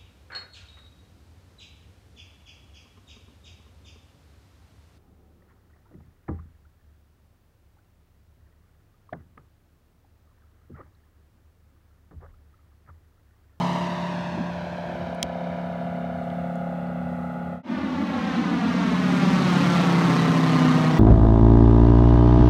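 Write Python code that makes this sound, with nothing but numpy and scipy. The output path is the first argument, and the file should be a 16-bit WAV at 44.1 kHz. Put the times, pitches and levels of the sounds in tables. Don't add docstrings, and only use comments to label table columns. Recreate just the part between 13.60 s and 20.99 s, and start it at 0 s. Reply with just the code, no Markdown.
import sys
import numpy as np
from scipy import signal
from scipy.fft import rfft, irfft, next_fast_len
from scipy.io import wavfile
from scipy.ndimage import uniform_filter1d, map_coordinates

SR = 44100
rng = np.random.default_rng(int(sys.argv[2]) if len(sys.argv) > 2 else 0)


def wav_out(sig):
    wavfile.write(sys.argv[1], SR, np.round(np.clip(np.atleast_2d(sig).T, -1, 1) * 32767).astype(np.int16))


def makeup_ratio(level_db):
    decades = np.asarray(level_db, float) / 20
    return 10 ** decades


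N = 325899
T = np.arange(N) / SR
CUT_S = 4.029

# (time [s], engine cycle rate [Hz], delay of the ground echo [ms])
AWAY_PATH = [(0, 35.45, .99), (.7, 35.05, 1.14), (1.3, 35.0, 1.27), (2.6, 34.96, 1.39), (3.5, 34.97, 1.47),
             (4.1, 34.98, 1.49)]
OVER_PATH = [(4.0, 34.8, 3.2), (4.65, 34.8, 3.74), (4.95, 35.41, 4.08), (5.25, 36.02, 4.45),
             (5.55, 36.31, 4.94), (6.0, 35.7, 5.72), (6.3, 34.46, 6.24), (6.55, 33.42, 6.6),
             (6.75, 32.79, 6.72), (7.0, 32.02, 6.6), (7.25, 31.36, 6.4), (7.4, 31.26, 6.15)]


def level(x, db):
    return x * makeup_ratio(db) / np.sqrt(np.mean(x ** 2))


def curves(table):
    s, *columns = np.transpose(table)
    return [np.interp(T, s, column) for column in columns]


def colour(x, spectrum):
    hz, db = np.transpose(spectrum)
    size = next_fast_len(N + SR // 10)
    f = np.fft.rfftfreq(size, 1 / SR) + 1
    gain = makeup_ratio(np.interp(np.log(f), np.log(hz), db))
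    return irfft(rfft(x, size) * gain, size)[:N]


def band(x, lo_hz, hi_hz):
    sos = signal.butter(2, [lo_hz, min(hi_hz, 0.45 * SR)], "band", fs=SR, output="sos")
    return signal.sosfilt(sos, x)


def bump(s, width):
    return np.exp(-((T - s) / width) ** 2)


def walk(rate):
    hop = 32
    k = int(SR / rate / hop)
    steps = np.repeat(rng.standard_normal(N // hop // k + 2), k)
    coarse = uniform_filter1d(uniform_filter1d(steps, k), k)
    return 2.0 * np.interp(np.arange(N) / hop, np.arange(len(coarse)), coarse)


def each(turns):
    return rng.standard_normal(2000)[turns.astype(int)]


def wind():
    # (time [s], hold [s], level [dB], dying away [dB/s])
    gusts = [
        (0, 0.031, -37, 70),
        (0.79, 0.045, -29.5, 402),
        (4.114, 0.047, -21.5, 30),
        (4.396, .08, -22, 120),
        (4.785, 0.16, -21, 130),
        (5.137, 0.66, -24.5, 67),
        (6, 0.036, -23.5, 14),
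        (6.8, 0.72, -26.5, 50),
    ]
    # (frequency [Hz], level [dB per Hz])
    field_spectrum = [(40, -21), (65, -11), (85, 2.5), (110, -14), (300, -21), (1000, -24), (3000, -41.5),
                      (6000, -51), (15000, -54), (15700, -63)]
    rise_db_s = 162
    buffets = [np.where(T < CUT_S, -51, -27.5)]
    for s, hold, db, dies in gusts:
        rising = rise_db_s * np.clip(s - T, 0, None)
        dying = dies * np.clip(T - s - hold, 0, None)
        buffets.append(db - rising - dying)
    gust_db = np.max(buffets, axis=0)
    port = band(band(rng.standard_normal(N), 199, 279), 151, 322)
    eddies = makeup_ratio(0.62 * walk(rate=20)) * port
    field = makeup_ratio(0.88 * walk(rate=4.63)) * colour(rng.standard_normal(N), field_spectrum)
    field_db = np.interp(T, [1.2, 3.5], [-3, 1.5])
    return level(eddies, -1.33) * makeup_ratio(gust_db) + level(field, -44) * makeup_ratio(field_db)


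def camera():
    # (time [s], peak [dB], ring from [Hz], ring to [Hz], thud [dB], knock over the thud [dB])
    clicks = [
        (.768, -47, 1000, 4030, -29, 8),
        (1.5478, -48, 6900, 13100, -72, 0),
        (1.6285, -8.5, 2550, 7460, -21.5, -1),
        (1.6307, -24, 2600, 6000, -70, 0),
        (2.64, -62, 6000, 9000, -42, 0),
        (2.702, -37, 2500, 3500, -58, 0),
        (2.956, -51, 5500, 11000, -72, 0),
        (3.27, -58, 3500, 5500, -64, 0),
        (5.69, -45, 2022, 4000, -23, -12),
    ]
    length = 4410
    out, t = np.zeros(N + length), np.arange(length) / SR
    for s, db, lo_hz, hi_hz, thud_db, knock_db in clicks:
        crack, knock = rng.standard_normal((2, length))
        ring = level(band(crack, lo_hz, hi_hz), -4.5)
        ring = ring + 0.4 * np.sin(2 * np.pi * 0.86 * lo_hz * t)
        ring = ring + 1.15 * np.sin(2 * np.pi * 1.276 * lo_hz * t)
        ring = ring + 0.67 * np.sin(2 * np.pi * 0.5 * (lo_hz + hi_hz) * t)
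        ring = ring + makeup_ratio(db / 2) * 1.8 * crack * np.exp(-t / 0.001)
        decay = np.exp(-t / 0.00076) + 0.2 * np.exp(-t / 0.0017)
        tick = makeup_ratio(db) * ring * (1 - np.exp(-t / 0.00025)) * decay
        rumble = band(band(knock, 100, 390), 60, 800) * np.clip(t / 0.011, 0, 1) ** 2 * np.exp(-t / 0.02)
        body = 0.72 * np.sin(2 * np.pi * 65 * t) + 13 * makeup_ratio(knock_db) * rumble
        thud = makeup_ratio(thud_db) * body * (t / 0.017) ** 2 * np.exp(2 - 2 * t / 0.012)
        start = int(s * SR)
        out[start:start + length] += tick + thud
    return out[:N]


def overtones():
    # (multiple of the cycle, time [s], width [s], level [dB])
    singing = [(45.9, .95, 0.64, -49), (46, 3, 1.1, -59), (49, 1.8, 1.4, -54), (52, 2.6, 1.4, -65),
               (57, 3.6, .9, -56.5), (57, 1.9, .8, -67), (58, 2.2, .7, -66), (56.3, 4.9, .4, -52),
               (56, 4.7, .3, -53), (58, 5.5, .3, -50), (58, 6, .4, -55), (56, 6.85, .2, -46),
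               (46.6, 5.2, .15, -46)]
    hz = np.where(T < CUT_S, curves(AWAY_PATH)[0], curves(OVER_PATH)[0])
    cycle = 2 * np.pi * np.cumsum(hz) / SR
    out = 0
    for k, s, width, db in singing:
        out = out + makeup_ratio(db) * bump(s, width) * np.sin(k * cycle + 0.4 * walk(rate=20))
    return out


def whistles(cycle):
    # (time [s], length [s], multiple of the cycle, level [dB])
    tones = [
        (1.354, 0.12, 10, -40),
        (6.623, 0.056, 117.7, -41),
        (6.76, .06, 117.5, -49),
        (7.034, 0.07, 91.6, -38.5),
    ]
    out = 0
    for s, length, k, db in tones:
        shake = 1.1 * min(k / 90, 1) ** 2 * walk(rate=60)
        out = out + makeup_ratio(db) * np.exp(-((T - s) / length) ** 4) * np.sin(k * cycle + shake)
    return out


def cowling(cycle, rattle_db):
    low = level(band(rng.standard_normal(N), 1000, 1180), 1.5) * ((1 - np.cos(cycle / 2 - 0.2)) / 2) ** 5
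    strength = makeup_ratio(3.5 * each(cycle / (2 * np.pi) + 0.57))
    knock = strength * ((1 + np.cos(cycle + 0.42)) / 2) ** 3
    high = knock * np.sin(59 * cycle + 1.23 * walk(rate=150)) * makeup_ratio(-0.5)
    return (low + high) * makeup_ratio(rattle_db)


def propeller(cycle, roar_db, treble_db, bass_db, gate, burst):
    # (frequency [Hz], level [dB per Hz])
    roar_spectrum = [(60, -47), (110, -12.5), (180, -8.5), (350, -16.5), (600, -17.5), (1300, -20),
                     (2000, -23.5), (4200, -31), (5900, -38), (7500, -47), (9500, -51.5), (11900, -58),
                     (13500, -58.5), (15700, -63.5)]
    firing = np.cos(5 * cycle) + 0.25 * np.cos(cycle + 0.4)
    firing = firing + 0.18 * each(5 * cycle / (2 * np.pi) + 0.5)
    size = next_fast_len(N)
    noise = rfft(level(colour(rng.standard_normal(N), roar_spectrum), 0), size)
    octave = np.log2(np.fft.rfftfreq(size, 1 / SR) + 1)
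    shared, out = walk(rate=7.3), 0
    for hz in 62.5 * 2 ** np.arange(0, 8.5, 0.5):
        share = np.clip(1 - 2 * abs(octave - np.log2(hz)), 0, 1)
        gain_db = treble_db * (min(hz / 5600, 1.8) ** 1.04 - 0.3) + bass_db * (hz < 200)
        depth = gate * np.clip(hz / 3000, 0.5, 1.5)
        puff = np.exp(depth * firing - 0.8 * depth ** 2)
        flicker_db = 0.32 * shared + 0.25 * walk(rate=13)
        out = out + puff * makeup_ratio(gain_db + flicker_db) * irfft(noise * share, size)[:N]
    return out * makeup_ratio(roar_db)


def exhaust(cycle, orders, swells, lobes, turn, weak_db, hum_db, bark_db, rough, burst, hush):
    pipe_late = [(1, -.56), (22, .11), (23, .62), (33, .84), (34, .36), (44, .54)]
    top_order, sub_db_per_order = 44, 10
    hum, bark, wobble = 0, 0, walk(rate=9.9)
    strong = {k: rest for k, *rest in orders}
    first, second = (bump(s, width) for s, width in lobes)
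    whole = np.arange(1, top_order + 1)
    late = 2 * np.pi * np.cumsum(np.interp(whole, *np.transpose(pipe_late)))
    for k in sorted({*whole, *strong}):
        sweep = np.interp(k, whole, late) + 32.4
        shake = rough * np.sqrt(k / 19) * walk(rate=20)
        phase = k * (cycle + 0.01 * rough * wobble) - sweep + shake
        faint_db = weak_db - sub_db_per_order * max(4 - k, 0)
        before_db, after_db, first_db, second_db = strong.get(k, [faint_db, faint_db, 0, 0])
        facing_db = before_db + (after_db - before_db) * turn + first_db * first + second_db * second
        for order, s, width, db in swells:
            if order == k:
                facing_db = facing_db + db * bump(s, width)
        partial = -np.sqrt(2) * makeup_ratio(facing_db + 3 * rough * walk(rate=5)) * np.cos(phase)
        if k <= 11:
            hum = hum + partial
        else:
            bark = bark + partial
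    bark = bark * (1 + burst * np.cos(cycle)) * (1 + 1.6 * burst * np.cos(cycle / 2 - 0.5))
    bark = bark * (1 - hush * ((1 + np.cos(cycle - 2 * np.pi * 0.65)) / 2) ** 3)
    return hum * makeup_ratio(hum_db) + bark * makeup_ratio(bark_db)


def aircraft(path, flight, turning, beam, orders, swells, lobes, bass_db, weak_db, rough, gate, burst, ground,
             bark_shift_db, rattle_db, hush):
    (hz, lag_ms), (turn,) = curves(path), curves(turning)
    rough, ground, gate = (before + (after - before) * turn for before, after in (rough, ground, gate))
    closest_s, closest_m, speed, near_db, db_per_m, leaving = flight
    along = speed * (T - closest_s)
    metres = np.hypot(closest_m, np.where(along < 0, along, leaving * along))
    roar_db = -3.5 - 20 * np.log10(metres)
    beam_db = []
    for before, after, at, width, lobe_db in beam:
        lobe = np.exp(-((turn - at) / width) ** 2)
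        beam_db.append(roar_db + before + (after - before) * turn + lobe_db * lobe)
    hum_db, bark_db = beam_db
    treble_db = near_db + 1.5 * turn - db_per_m * metres
    cycle = 2 * np.pi * (np.cumsum(hz) / SR + 0.3)
    direct = exhaust(cycle, orders, swells, lobes, turn, weak_db, hum_db - 4.5, bark_db + bark_shift_db,
                     rough, burst, hush)
    direct = direct + propeller(cycle, roar_db + 4.5, treble_db, bass_db, gate, burst)
    direct = direct + cowling(cycle, roar_db + rattle_db - 13 * (1 - turn))
    soft = signal.sosfilt(signal.butter(1, 3300, fs=SR, output="sos"), direct)
    echo_ms = lag_ms - 0.035 + 0.012 * walk(rate=30)
    arrival = np.arange(N) - echo_ms * SR / 1000
    echo = ground * map_coordinates(soft, [arrival], order=1, mode="nearest")
    return direct + echo + whistles(cycle)


def scene():
    # (closest time [s], closest distance [m], speed [m/s], treble near by [dB],
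    # treble lost [dB/m], share of the speed that leads away afterwards [0-1])
    away_flight = (-0.8167, 7, 46, 6.5, 0.1585, 1)
    over_flight = (6.087, 23.1, 27.5, 7.14, 0.26, 0.39)
    # (time [s], share [0-1])
    away_turn = [(0, 0.5), (.6, 0.08), (1.5, 0.44), (3.6, 0.92)]
    over_turn = [(4.1, 0.01), (5.8, 0.2), (6.4, 0.73), (7.0, 0.96)]
    # (before the turn [dB], after it [dB],
    # lobe at share of the turn [0-1], lobe width [0-1], lobe level [dB])
    away_beam = [(9, 20, 0.41, 0.26, -3.5), (3.5, 10, 0.61, 0.3, 7)]
    over_beam = [(6.5, 11.9, 0.012, 0.047, -6), (-4, 5.9, .01, 0.042, -6)]
    # (multiple of the cycle, before the turn [dB], after it [dB],
    # extra in the first lobe [dB], extra in the second lobe [dB])
    away_orders = [(4, -15.5, -13.5, 7.5, -6), (5, 2.5, 3, -2, -1), (6, -28.5, -11, -3, -1),
                   (7, -12.5, 3.5, -2.5, 0), (10, -3, -13, 0, -2), (12, -5.5, -12.5, -11, -2.5),
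                   (13, -13, -18.5, 6, 7), (14, -17, -46, 3, 7), (15, -7, -6, -6, 1.5),
                   (16, -20, -7, -3, -3), (17, 3, -18, -0.5, -1), (18, -49, -16, -8, -4),
                   (19, -5.5, -7, -1, 1), (20, -16, -4, -17, 0.5), (21, -21.5, -20, -6, 7.5),
                   (22, -19.5, -12, -2, -7), (23, -31, -2.5, -3, 3), (24, -40, -0.5, 8.5, -4),
                   (25, -15, -24, 2, 3.5), (26, -9, -34, 9.5, -3), (27, -7, -37, 8, -2),
                   (28, -8.5, -17, 3.5, 1.5), (29, -23, -40, -5, 7), (30, -11.5, -36, 6, -6),
                   (31, -26, -36, 0, 13), (32, -15, -32, 3, -2.5), (33, -25, -21.5, -4, 4),
                   (34, -17, -24.5, 0, -2.5), (35, -27, -20, -2, 1), (36, -23, -17, 0, -4),
                   (37, -30, -18, -3, 0), (38, -39, -12, -10, -7), (40, -39, -17, -5, -4),
                   (41, -42, -9, -4, 2), (42, -33, -21, 8, -1)]
    over_orders = [(3, -14.5, -22, 2, -6), (4, -4.5, -13, -5, -1), (4.5, -8, -19.5, -8, -3),
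                   (5.002, 2.5, -0.1, 1, 1), (5.483, -7.5, -9, -3, 1.5), (7, -2, -4, -15, -2),
                   (8, -16.5, -0.5, -1, 1), (10, -21, -11, 12, 1.5), (12, -12.5, -3.5, 1, 5.5),
                   (14, -20, -18, 0.5, 8.5), (15, -21, -13.5, 6.5, 5), (16, -18, -7.5, -1, 6),
                   (17, -17, -13, 0, 4), (18, -27, -25, -4, 8), (20, -15.5, -9.5, 1, 3),
                   (21, -26, -12.5, 2, 4), (22, -4.5, -12, 8, 3), (24, -26, -11.5, 9, 2),
                   (25, -11, -7.5, 13.5, 3), (26, -7.5, -21, 7, 9), (27, -18.5, -14.5, 11, 6),
                   (28, -27, -22.5, 2, 9), (29, -14, -15, -10, -6), (30, -4.5, -17, -3, -5),
                   (31, -6, -13, -6, 1), (32, -1, -6.5, 2, -7), (33, -20, -13, 10, 1),
                   (34, -5.5, -19, 3, -4), (35, -11.5, -11, -2, 6), (37.86, -19, -7, 1, 2.5),
                   (38.9, -8.5, -15, 0, 8), (39.9, -20, -12, -4, 1), (43.3, -30, -14, 0, 0)]
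    # (multiple of the cycle, time [s], width [s], level [dB])
    away_swells = [(6, .2, .3, 4), (6, 2.5, .6, 7), (7, 0.61, .4, -8), (7, 2.3, 0.43, 2), (16, .6, .5, 2),
                   (16, 2, .4, -6), (17, 3.5, 0.65, 4.5), (19, 1.95, .3, 2), (19, 3.75, .3, -7),
                   (20, 1.95, 0.33, 3.5), (20, 3.5, .3, -6), (21, 2.5, 0.66, -13), (23, .4, .7, 10),
                   (27, 1.9, .6, 7), (28, 2.7, 0.38, -6), (32, 2.2, .5, 7), (33, 2.2, .4, 7),
                   (36, 1.9, .6, -13)]
    over_swells = [(4, 6.55, .2, 3.5), (8, 4.8, .2, -7), (8, 7.14, 0.28, 3.5), (11, 5.9, 0.27, 9),
                   (13, 7.05, .35, 10), (15, 6.6, .6, 1), (15, 6.4, .3, -9), (23, 6.5, .3, 3),
                   (24, 5, .8, 3), (24, 6, .15, -4), (25, 6, .25, -7), (25, 7, .15, -8), (27, 6, .2, 9),
                   (31, 5.86, 0.33, -5), (31, 7.2, .2, -4), (32, 4.8, 0.6, -7), (33, 4.7, .2, 7),
                   (35, 5.9, 0.24, 4.5), (39, 6.25, .2, -8)]
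    # (time [s], width [s])
    away_lobes = [(0, 0.57), (1.2, 0.4)]
    over_lobes = [(4.1, 0.61), (6.35, 0.29)]
    away = aircraft(AWAY_PATH, away_flight, away_turn, away_beam, away_orders, away_swells, away_lobes,
                    bass_db=-4.5, weak_db=-41, rough=(0.33, 0.27), gate=(0.17, 0.17), burst=0.12,
                    ground=(0.6, 0.7), bark_shift_db=-3.5, rattle_db=-19, hush=0.42)
    over = aircraft(OVER_PATH, over_flight, over_turn, over_beam, over_orders, over_swells, over_lobes,
                    bass_db=-0.5, weak_db=-32, rough=(0.18, 0.2), gate=(0.18, 0.33), burst=0.08,
                    ground=(0.93, 0.52), bark_shift_db=-5.5, rattle_db=-1, hush=0)
    passes = np.where(np.arange(N) < CUT_S * SR, away, over)
    return (passes + wind() + camera() + overtones())[None]


def low_pass(x):
    return signal.sosfilt(signal.butter(12, 15780, fs=SR, output="sos"), x)


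def record(dry):
    # (frequency [Hz], level [dB])
    mic = [(3200, -1), (3900, 0), (4800, -2), (5500, -1), (6300, 1), (7500, 0), (8300, 1.5), (9500, -1.5),
           (11000, 0.5), (11850, 0.5), (12600, -1.5), (13300, .5), (14300, -4), (15200, -2)]
    fade_s, end_fade_s = 0.097, 0.019
    heard = colour(dry[0], mic)[None]
    heard = signal.sosfilt(signal.butter(3, 62, "high", fs=SR, output="sos"), heard)
    heard = signal.sosfilt(signal.ellip(8, 0.2, 70, 15750, fs=SR, output="sos"), heard)
    fade = np.clip(abs(T - CUT_S) / fade_s, 0, 1)
    fade = fade * np.clip((N / SR - T) / end_fade_s + 0.5, 0, 1)
    return low_pass(heard * fade)


dry = scene()
out = record(dry)
wav_out(out)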